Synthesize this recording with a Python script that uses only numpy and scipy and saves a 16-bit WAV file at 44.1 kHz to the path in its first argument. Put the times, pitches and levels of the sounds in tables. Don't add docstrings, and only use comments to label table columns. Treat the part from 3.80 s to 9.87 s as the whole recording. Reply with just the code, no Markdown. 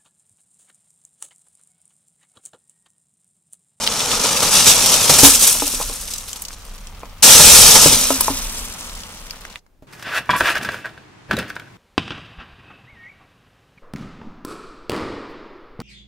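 import sys
import numpy as np
from scipy import signal
from scipy.fft import rfft, irfft, next_fast_len
from scipy.io import wavfile
from scipy.ndimage import map_coordinates

SR = 44100
rng = np.random.default_rng(int(sys.argv[2]) if len(sys.argv) > 2 else 0)


def output_pcm(signal):
    pcm = np.clip(np.atleast_2d(signal).T, -1, 1) * 32767
    wavfile.write(sys.argv[1], SR, np.round(pcm).astype(np.int16))


N = 267687
TIME = np.arange(N) / SR
TOP_HZ = 15800
LEVEL_DROP_S = 5.80

# start_s, level_db, grinding_db (added to level_db), t60_s
SLIPS = [(0.1884, -5.5, -13, 0.14), (0.3242, -5.5, -6, 0.15), (0.4394, -3.5, -5, 0.14),
         (0.6184, -1, -7, 0.15), (0.7044, 2, -18.5, 0.62), (0.8564, 7.5, -19, 0.26), (1.058, 6, -23, 0.032),
         (1.1398, -1, -14, 0.04), (1.2925, 8, -8.5, 0.084), (1.334, 2.5, -11.5, 0.099),
         (1.3848, 5.5, -8.5, 0.061), (1.4287, 10.5, -14, 0.13), (1.445, 14, -12, .06),
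         (1.466, 3, -13, 0.068), (1.6064, 0, -16.5, 0.35), (1.6654, -4, -20.5, 0.16),
         (2.0113, -9.5, -22, .1), (2.2074, -16, -25, 0.049), (2.278, -11.5, -22, 0.043),
         (2.3025, -16, -25, 0.089), (2.4783, -13.5, -25, 0.047), (2.5574, -16.5, -13, 0.063),
         (2.7282, -22, -18, 0.064), (3.9486, 9.5, -11, 0.1)]
# start_s, level_db, pitch_hz, chatter_t60_s
COLLISIONS = [(0.0753, 3, 3600, 0.0069), (0.605, -4, 6500, .012), (1.1402, 2, 6150, 0.031),
              (1.8785, -0.5, 9200, 0.0076), (2.3365, -11.5, 7500, .035), (2.382, -12, 8040, 0.025),
              (2.5307, -11, 6100, 0.014), (2.6205, -12, 9600, .027), (2.651, -15.5, 7540, 0.028),
              (2.6839, -16.5, 6750, .02), (2.7065, -24, 2000, 0.0082), (2.8505, -28, 9000, 0.033),
              (3.0707, -23.5, 5650, 0.02), (4.4083, 6, 10800, 0.025), (4.9245, -19, 6440, 0.021),
              (5.0085, -20, 6360, 0.0077), (5.2349, -20, 6000, .012), (5.5085, -13, 5470, 0.01),
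              (5.5345, -26, 1500, .008), (5.6095, -20, 11000, 0.006), (5.6514, -16.5, 1890, 0.0098),
              (5.7268, -24, 2400, 0.0053), (5.7577, -15.5, 2310, 0.0084), (5.8642, -42, 1310, 0.011)]
# start_s, level_db, centre_hz
KNOCKS = [(1.2971, -10.5, 524), (1.4322, 2, 299), (1.7515, -20, 630), (1.8212, -11, 820),
          (1.8726, -25, 700), (1.9378, -20, 400), (2.0008, -16, 840), (2.0127, -17, 907),
          (2.0973, -22.5, 940), (3.2326, -23, 1010), (3.5995, -2.5, 616), (4.059, 1.5, 339),
          (4.1267, -11.5, 340), (4.3046, -3, 670), (4.4076, -12.5, 1130), (4.4812, -6.5, 904),
          (4.503, -14.5, 300), (6.0233, -36.5, 297)]
# pitch_hz, level_db, t60_s
CAR_MODES = [(144, 7.5, 0.041), (270.3, -7, 0.17), (479, -1, 0.039), (558, 2, 0.022), (660, -1.5, 0.043),
             (830, -1.5, 0.039), (1026, 6, 0.021), (1215, -4, .03), (2450, 2, .02)]
# start_s, cavity_ring_db, thump_db
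TYRE_DROPS = [(1.298, -41, -15.5), (1.433, -32, -19), (3.601, -43.5, -14), (4.059, -30.5, -33)]
# bite_s, top_s, leave_s, bite_db, top_db, leave_db (clatter),
# spill_db, spill_dies_db_per_s, spill_treble_db
PASSES = [(-0.01, 0.88, 1.47, -25, -16, -16.5, -17, 24, 2.5),
          (3.423, 3.78, 4.103, -5, -5.5, -12.5, -22, 19, 1.5)]
# time_s, left_ear_lead_samples
DIRECTION = [(4.0, 0.51), (5.2, 5.96), (5.8, 0.76)]
# time_s, level_db
THROTTLE = [(0, -40), (1.6, -39), (2.1, -33.5), (2.6, -43), (2.95, -37.5), (3.4, -37), (4.6, -32),
            (5.7, -45.5)]
# pitch_hz, level_db (per Hz)
GLASS_SPECTRUM = [(820, -40.5), (1400, -2), (1520, -15.5), (1640, -6), (1930, -15.5), (2410, -6.5),
                  (3820, -3), (4490, -4.5), (5710, 1), (7350, -3), (8370, -1), (9930, -5), (11200, -6),
                  (15400, -15)]
# pitch_hz, level_db (per Hz)
GRINDING_SPECTRUM = [(50, -31), (90, -3), (140, -3), (200, -1.5), (240, -1.5), (350, -8), (480, 1.5),
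                     (700, -4), (860, 0.5), (1080, -3.5), (1280, -0.5), (1600, -11), (2400, -9.5),
                     (5000, -50)]
# pitch_hz, level_db (per Hz)
ROLLING_SPECTRUM = [(100, -4.5), (220, 3.5), (350, -5.5), (480, -1.5), (750, -2), (1000, 1.5), (1270, 1),
                    (1650, -3.5), (3000, -2), (6000, -10), (11000, -21.5), (15500, -17.5)]
# pitch_hz, level_db (per Hz)
ENGINE_SPECTRUM = [(12, -19), (22, 2), (30, 8.5), (45, -6.5), (60, -6.5), (85, -9), (120, -20.5),
                   (200, -17), (320, -43.5)]
# pitch_hz, level_db (per Hz)
TYRE_SPECTRUM = [(15, -12.5), (30, -1.5), (55, 0), (80, 3), (120, -12), (250, -27.5)]
# pitch_hz, level_db (per Hz)
AIR_SPECTRUM = [(25, 1.5), (100, -11), (250, -11.5), (700, -19), (1250, -24), (2500, -30.5), (15000, -42)]

BITE_S, SPILL_RISE_S = 0.009, 0.19
RELEASE_DB_PER_S, GRIND_RELEASE_DB_PER_S = 66.5, 108.5
GRIND_DB, GRIND_GROWS = -16, 0.59
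SPILL_GRIND_DB, TYRE_GRIND_DB = -16, -54.5
PACK_TREBLE_DB, WRAP_TREBLE_DB = -2.5, -7.5
DULL_DB_PER_S = 3.5
CONTACTS_PER_S, CONTACTS_GROW = 22000, 0.52
ROLL_DB, ROLL_SPILL_DB, ROLL_FOLLOWS = -47.5, -17, 0.55
FEW_ROLL_DB = -6.5
STRAYS_PER_S, STRAY_DB, STRAY_FOLLOWS = 30, 1, 0.77
STRAY_SPREAD_DB, STRAY_HZ, STRAY_CHATTER_S = 5, 7000, 0.036
STRAY_OCTAVES_PER_DB = 0.09
HEAVE_DB, HEAVE_S = -27, 0.04


def amp(db):
    return 10 ** (np.asarray(db) / 20)


def level_db(gain):
    return 20 * np.log10(gain + 1e-6)


def unit(x):
    return x / np.sqrt(np.mean(x ** 2) + 1e-20)


def fade(t, t60):
    return np.exp(-np.log(1000) * t / t60)


def along(points, hz):
    f, v = np.transpose(points)
    return np.interp(np.log(hz + 1), np.log(f + 1), v)


def curves(rows):
    s, *cols = np.transpose(rows)
    return [np.interp(TIME, s, c) for c in cols]


def wobble(rate):
    return map_coordinates(rng.standard_normal(4096), [TIME * rate], mode="wrap")


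def add(track, s, sound):
    part = track[..., max(round(s * SR), 0):][..., :sound.shape[-1]]
    part += sound[..., :part.shape[-1]]


def coloured(x, spectrum, size=8192):
    floored_db = np.maximum(along(spectrum, np.fft.rfftfreq(size, 1 / SR)), -100)
    cepstrum = irfft(np.log(amp(floored_db)))
    index = np.arange(size)
    one_sided = 2 * cepstrum * (index < size // 2) * (index > 0)
    response = irfft(np.exp(rfft(one_sided)))
    return signal.fftconvolve(x, response[None] / np.linalg.norm(response), axes=1)[:, :N]


def rush(spectrum, side_db):
    mid, side = coloured(rng.standard_normal((2, N)), spectrum)
    return mid + amp(side_db) * np.array([side, -side])


def contacts(rate, lead, scatter_db, spread):
    at = np.flatnonzero(rng.random(N) < rate / SR)
    size = unit(amp(scatter_db * np.clip(rng.standard_normal(N), -2, 2))[at])
    size = size * np.sqrt(SR / rate[at])
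    size = size * np.sign(rng.random(N) - 0.5)[at]
    late = np.rint(lead + spread * rng.standard_normal(N)).astype(int)[at]
    left = np.bincount(at, size, N)
    right = np.bincount(np.clip(at + late, 0, N - 1), size, N)
    return np.array([left, right])


def late_fade(fade_s=0.052):
    return np.clip((LEVEL_DROP_S - TIME) / fade_s, 0, 1)


def engine(firing_hz=29, hum_db=-12, side_db=-19, floor_db=-59):
    hum_hz = firing_hz * (1 + 0.045 * wobble(5))
    hum = np.sin(2 * np.pi * np.cumsum(hum_hz) / SR)
    loudness = amp(curves(THROTTLE)[0]) * late_fade() + amp(floor_db)
    return loudness * (rush(ENGINE_SPECTRUM, side_db) + amp(hum_db) * hum)


def tyres(load, load_db=-25, load_grows=2.9, lag_s=0.06, side_db=-20):
    weight = signal.lfilter([1], [1, -np.exp(-1 / (lag_s * SR))], load)
    labour = amp(load_db) * (weight / weight.max()) ** load_grows
    since = np.maximum(TIME - np.array(TYRE_DROPS)[:, :1], 0) / HEAVE_S
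    heave = amp(HEAVE_DB) * np.sum(since * np.exp(1 - since), axis=0)
    return np.hypot(labour, heave) * rush(TYRE_SPECTRUM, side_db)


def outdoor_air():
    return amp(-61) * rush(AIR_SPECTRUM, side_db=-4.5)


def crush():
    power = np.zeros((4, N))
    wrap_db = np.interp(TIME, [0, PASSES[0][2]], [WRAP_TREBLE_DB, 0])
    for bite, top, leave, bite_db, top_db, leave_db, spill_db, dies, bright_db in PASSES:
        load_db = np.interp(TIME, [bite, top, leave], [bite_db, top_db, leave_db])
        touching = np.clip((TIME - bite) / BITE_S, 0, 1)
        after = np.maximum(TIME - leave, 0)
        pack = touching * amp(load_db - RELEASE_DB_PER_S * after)
        spill = np.clip(1 + (TIME - leave) / SPILL_RISE_S, 0, 1) * amp(spill_db - dies * after)
        pack_treble = pack * amp(PACK_TREBLE_DB + wrap_db)
        spill_treble = spill * amp(bright_db - DULL_DB_PER_S * after)
        grind = touching * amp(GRIND_DB + GRIND_GROWS * load_db - GRIND_RELEASE_DB_PER_S * after)
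        power += np.square([np.hypot(pack, spill), np.hypot(pack_treble, spill_treble), grind, spill])
    return np.sqrt(power)


def clatter(strength, treble_db, rate, lead, count=10, q=3.0):
    ticks = np.zeros((2, N))
    for hz in np.geomspace(1900, 14000, count):
        hardness = np.clip(np.log2(hz / 5500), 0, 1.3)
        train = contacts(rate / count, lead, scatter_db=-0.5, spread=0.9)
        train = train * strength * amp(hardness * (treble_db + 4.5))
        ticks += signal.lfilter(*signal.iirpeak(hz, q, SR), train)
    return amp(-2.0) * coloured(ticks, GLASS_SPECTRUM)


def grinding(strength, rate, lead):
    jolts = strength * contacts(0.3 * rate, lead, scatter_db=1.0, spread=2.5)
    return amp(1.5) * coloured(jolts, GRINDING_SPECTRUM)


def rolling(spill, lead, grit_rate=3500):
    taps = contacts(np.full(N, grit_rate), lead, scatter_db=5.0, spread=4.4)
    crowd_db = np.where(TIME < PASSES[1][0], FEW_ROLL_DB, 0)
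    marbles = amp(ROLL_SPILL_DB + crowd_db) * spill ** ROLL_FOLLOWS
    return np.hypot(amp(ROLL_DB), marbles) * coloured(taps, ROLLING_SPECTRUM)


def strays(glass_db, treble_db, octaves=0.22, count=400):
    times = np.cumsum(rng.exponential(1 / STRAYS_PER_S, count))
    size, pitch = np.clip(rng.standard_normal((2, count)), -2, 2)
    db = STRAY_DB + STRAY_FOLLOWS * np.interp(times, TIME, glass_db) + STRAY_SPREAD_DB * size
    shift = octaves * pitch + STRAY_OCTAVES_PER_DB * np.interp(times, TIME, treble_db)
    hz = np.minimum(STRAY_HZ * 2 ** shift, TOP_HZ)
    return np.transpose([times, db, hz, np.full(count, STRAY_CHATTER_S)])[times < LEVEL_DROP_S]


def clicks(collisions, lead, cycles=0.56, crack_db=-11, crack_hz=5500, crack_t60=0.003, chatter_db=-11):
    out, t = np.zeros((2, N)), TIME[:SR // 20]
    for s, db, hz, chatter_t60 in collisions:
        tick = np.sin(2 * np.pi * hz * t) * np.exp(-t * hz / cycles)
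        burst = rng.standard_normal(len(t)) * fade(t, crack_t60)
        crack = signal.lfilter(*signal.butter(1, crack_hz, fs=SR), burst)
        tick += amp(crack_db) * np.linalg.norm(tick) * crack
        tick = signal.lfilter(*signal.butter(2, hz / 2, "highpass", fs=SR), tick)
        jostle = rng.standard_normal((2, len(t))) * amp(chatter_db) * fade(t, chatter_t60)
        chatter = signal.fftconvolve(jostle, tick[None] / np.linalg.norm(tick), axes=1)
        sound = tick + chatter[:, :len(t)]
        add(out[0], s, amp(db + 4.0) * sound[0])
        add(out[1], s + np.interp(s, TIME, lead) / SR, amp(db + 3) * sound[1])
    return out


def underside(x, t60=0.045, size=2048):
    out, t = np.zeros((2, N)), TIME[:size]
    for start in range(0, N, size):
        tail = rng.standard_normal((2, size)) * fade(t, t60) * (t > 0.0006)
        tail = tail / np.linalg.norm(tail[0])
        add(out, start / SR, signal.fftconvolve(x[:, start:start + size], tail, axes=1))
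    return out


def slips(rise_share=0.064, glass_db=-8, ground_db=-6):
    glass, ground, t = np.zeros(N), np.zeros(N), TIME[:SR // 3]
    for s, db, grind_db, t60 in SLIPS:
        swell = (1 - np.exp(-t / (rise_share * t60))) * fade(t, t60)
        add(glass, s, amp(db + glass_db) * swell)
        add(ground, s, amp(db + ground_db + grind_db) * swell)
    return glass, ground


def knocks(width=0.92, rattle_db=-15, rattle_t60=0.11):
    out, t = np.zeros(N), TIME[:SR // 5]
    hz, level, t60 = np.transpose(CAR_MODES)[:, :, None]
    polarity = (-1) ** (np.arange(len(hz))[:, None] // 2)
    for s, db, centre in KNOCKS:
        nearness = np.exp(-0.5 * (np.log2(hz / centre) / width) ** 2)
        weight = amp(level + rng.normal(0, 4.5, hz.shape)) * nearness
        pitch = hz * np.exp(rng.normal(0, 0.024, hz.shape))
        modes = polarity * weight * np.sin(2 * np.pi * pitch * t) * fade(t, t60)
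        ring = np.sum(modes, axis=0)
        ring = ring / np.abs(ring).max()
        shaking = rng.standard_normal(len(t)) * fade(t, rattle_t60)
        rattle = signal.fftconvolve(shaking, ring / np.linalg.norm(ring))[:len(t)]
        add(out, s, amp(db + 1.0) * (ring + amp(rattle_db) * rattle))
    return out


def drops(cavity_hz=248, cavity_t60=2.2, thump_hz=150, thump_t60=0.13):
    out, t = np.zeros(N), TIME[:2 * SR]
    for s, cavity_db, thump_db in TYRE_DROPS:
        phase = 2 * np.pi * cavity_hz * t + 0.75 * wobble(25)[:len(t)]
        cavity = np.sin(phase) * fade(t, cavity_t60)
        thump = np.sin(2 * np.pi * thump_hz * t) * fade(t, thump_t60)
        add(out, s, amp(cavity_db + 0.5) * cavity + amp(thump_db) * thump)
    return out


def scuff(s=6.023, db=-45, t60=0.18):
    swell = (TIME > s) * fade(np.abs(TIME - s), t60)
    return amp(db) * swell * rush(AIR_SPECTRUM, side_db=-6)


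def scene():
    heap, treble, grind, spill = crush()
    glass_db, treble_db = level_db(heap), level_db(treble / heap)
    lead = curves(DIRECTION)[0]
    scrape = np.hypot(np.hypot(grind, amp(SPILL_GRIND_DB) * spill), amp(TYRE_GRIND_DB))
    rate = np.maximum(CONTACTS_PER_S * heap ** CONTACTS_GROW, 100)
    glass_slip, ground_slip = slips()
    clumping = (5000 / rate) ** 0.25
    surge_db = 1.6 * clumping * (wobble(150) + 0.61 * wobble(40))
    glass = clatter(np.hypot(heap * amp(surge_db), glass_slip), treble_db, rate, lead)
    ground = grinding(np.hypot(scrape * amp(0.43 * surge_db), ground_slip), rate, lead)
    glass = late_fade() * glass + clicks([*COLLISIONS, *strays(glass_db, treble_db)], lead)
    ground = late_fade() * (ground + rolling(spill, lead)) + knocks()
    marbles = glass + ground + underside(amp(-6.5) * glass + amp(-21.5) * ground)
    background = engine() + tyres(grind) + scuff() + outdoor_air()
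    balance = amp([[0.3], [-0.3]])
    return marbles * balance + drops() + background


def record(dry):
    clipped = np.clip(dry, -1, 1)
    m = next_fast_len(N + SR // 2)
    passed = np.clip((TOP_HZ - np.fft.rfftfreq(m, 1 / SR)) / 300 + 0.5, 0, 1)
    return irfft(rfft(clipped, m) * passed, m)[:, :N]


dry = scene()
out = record(dry)
output_pcm(out)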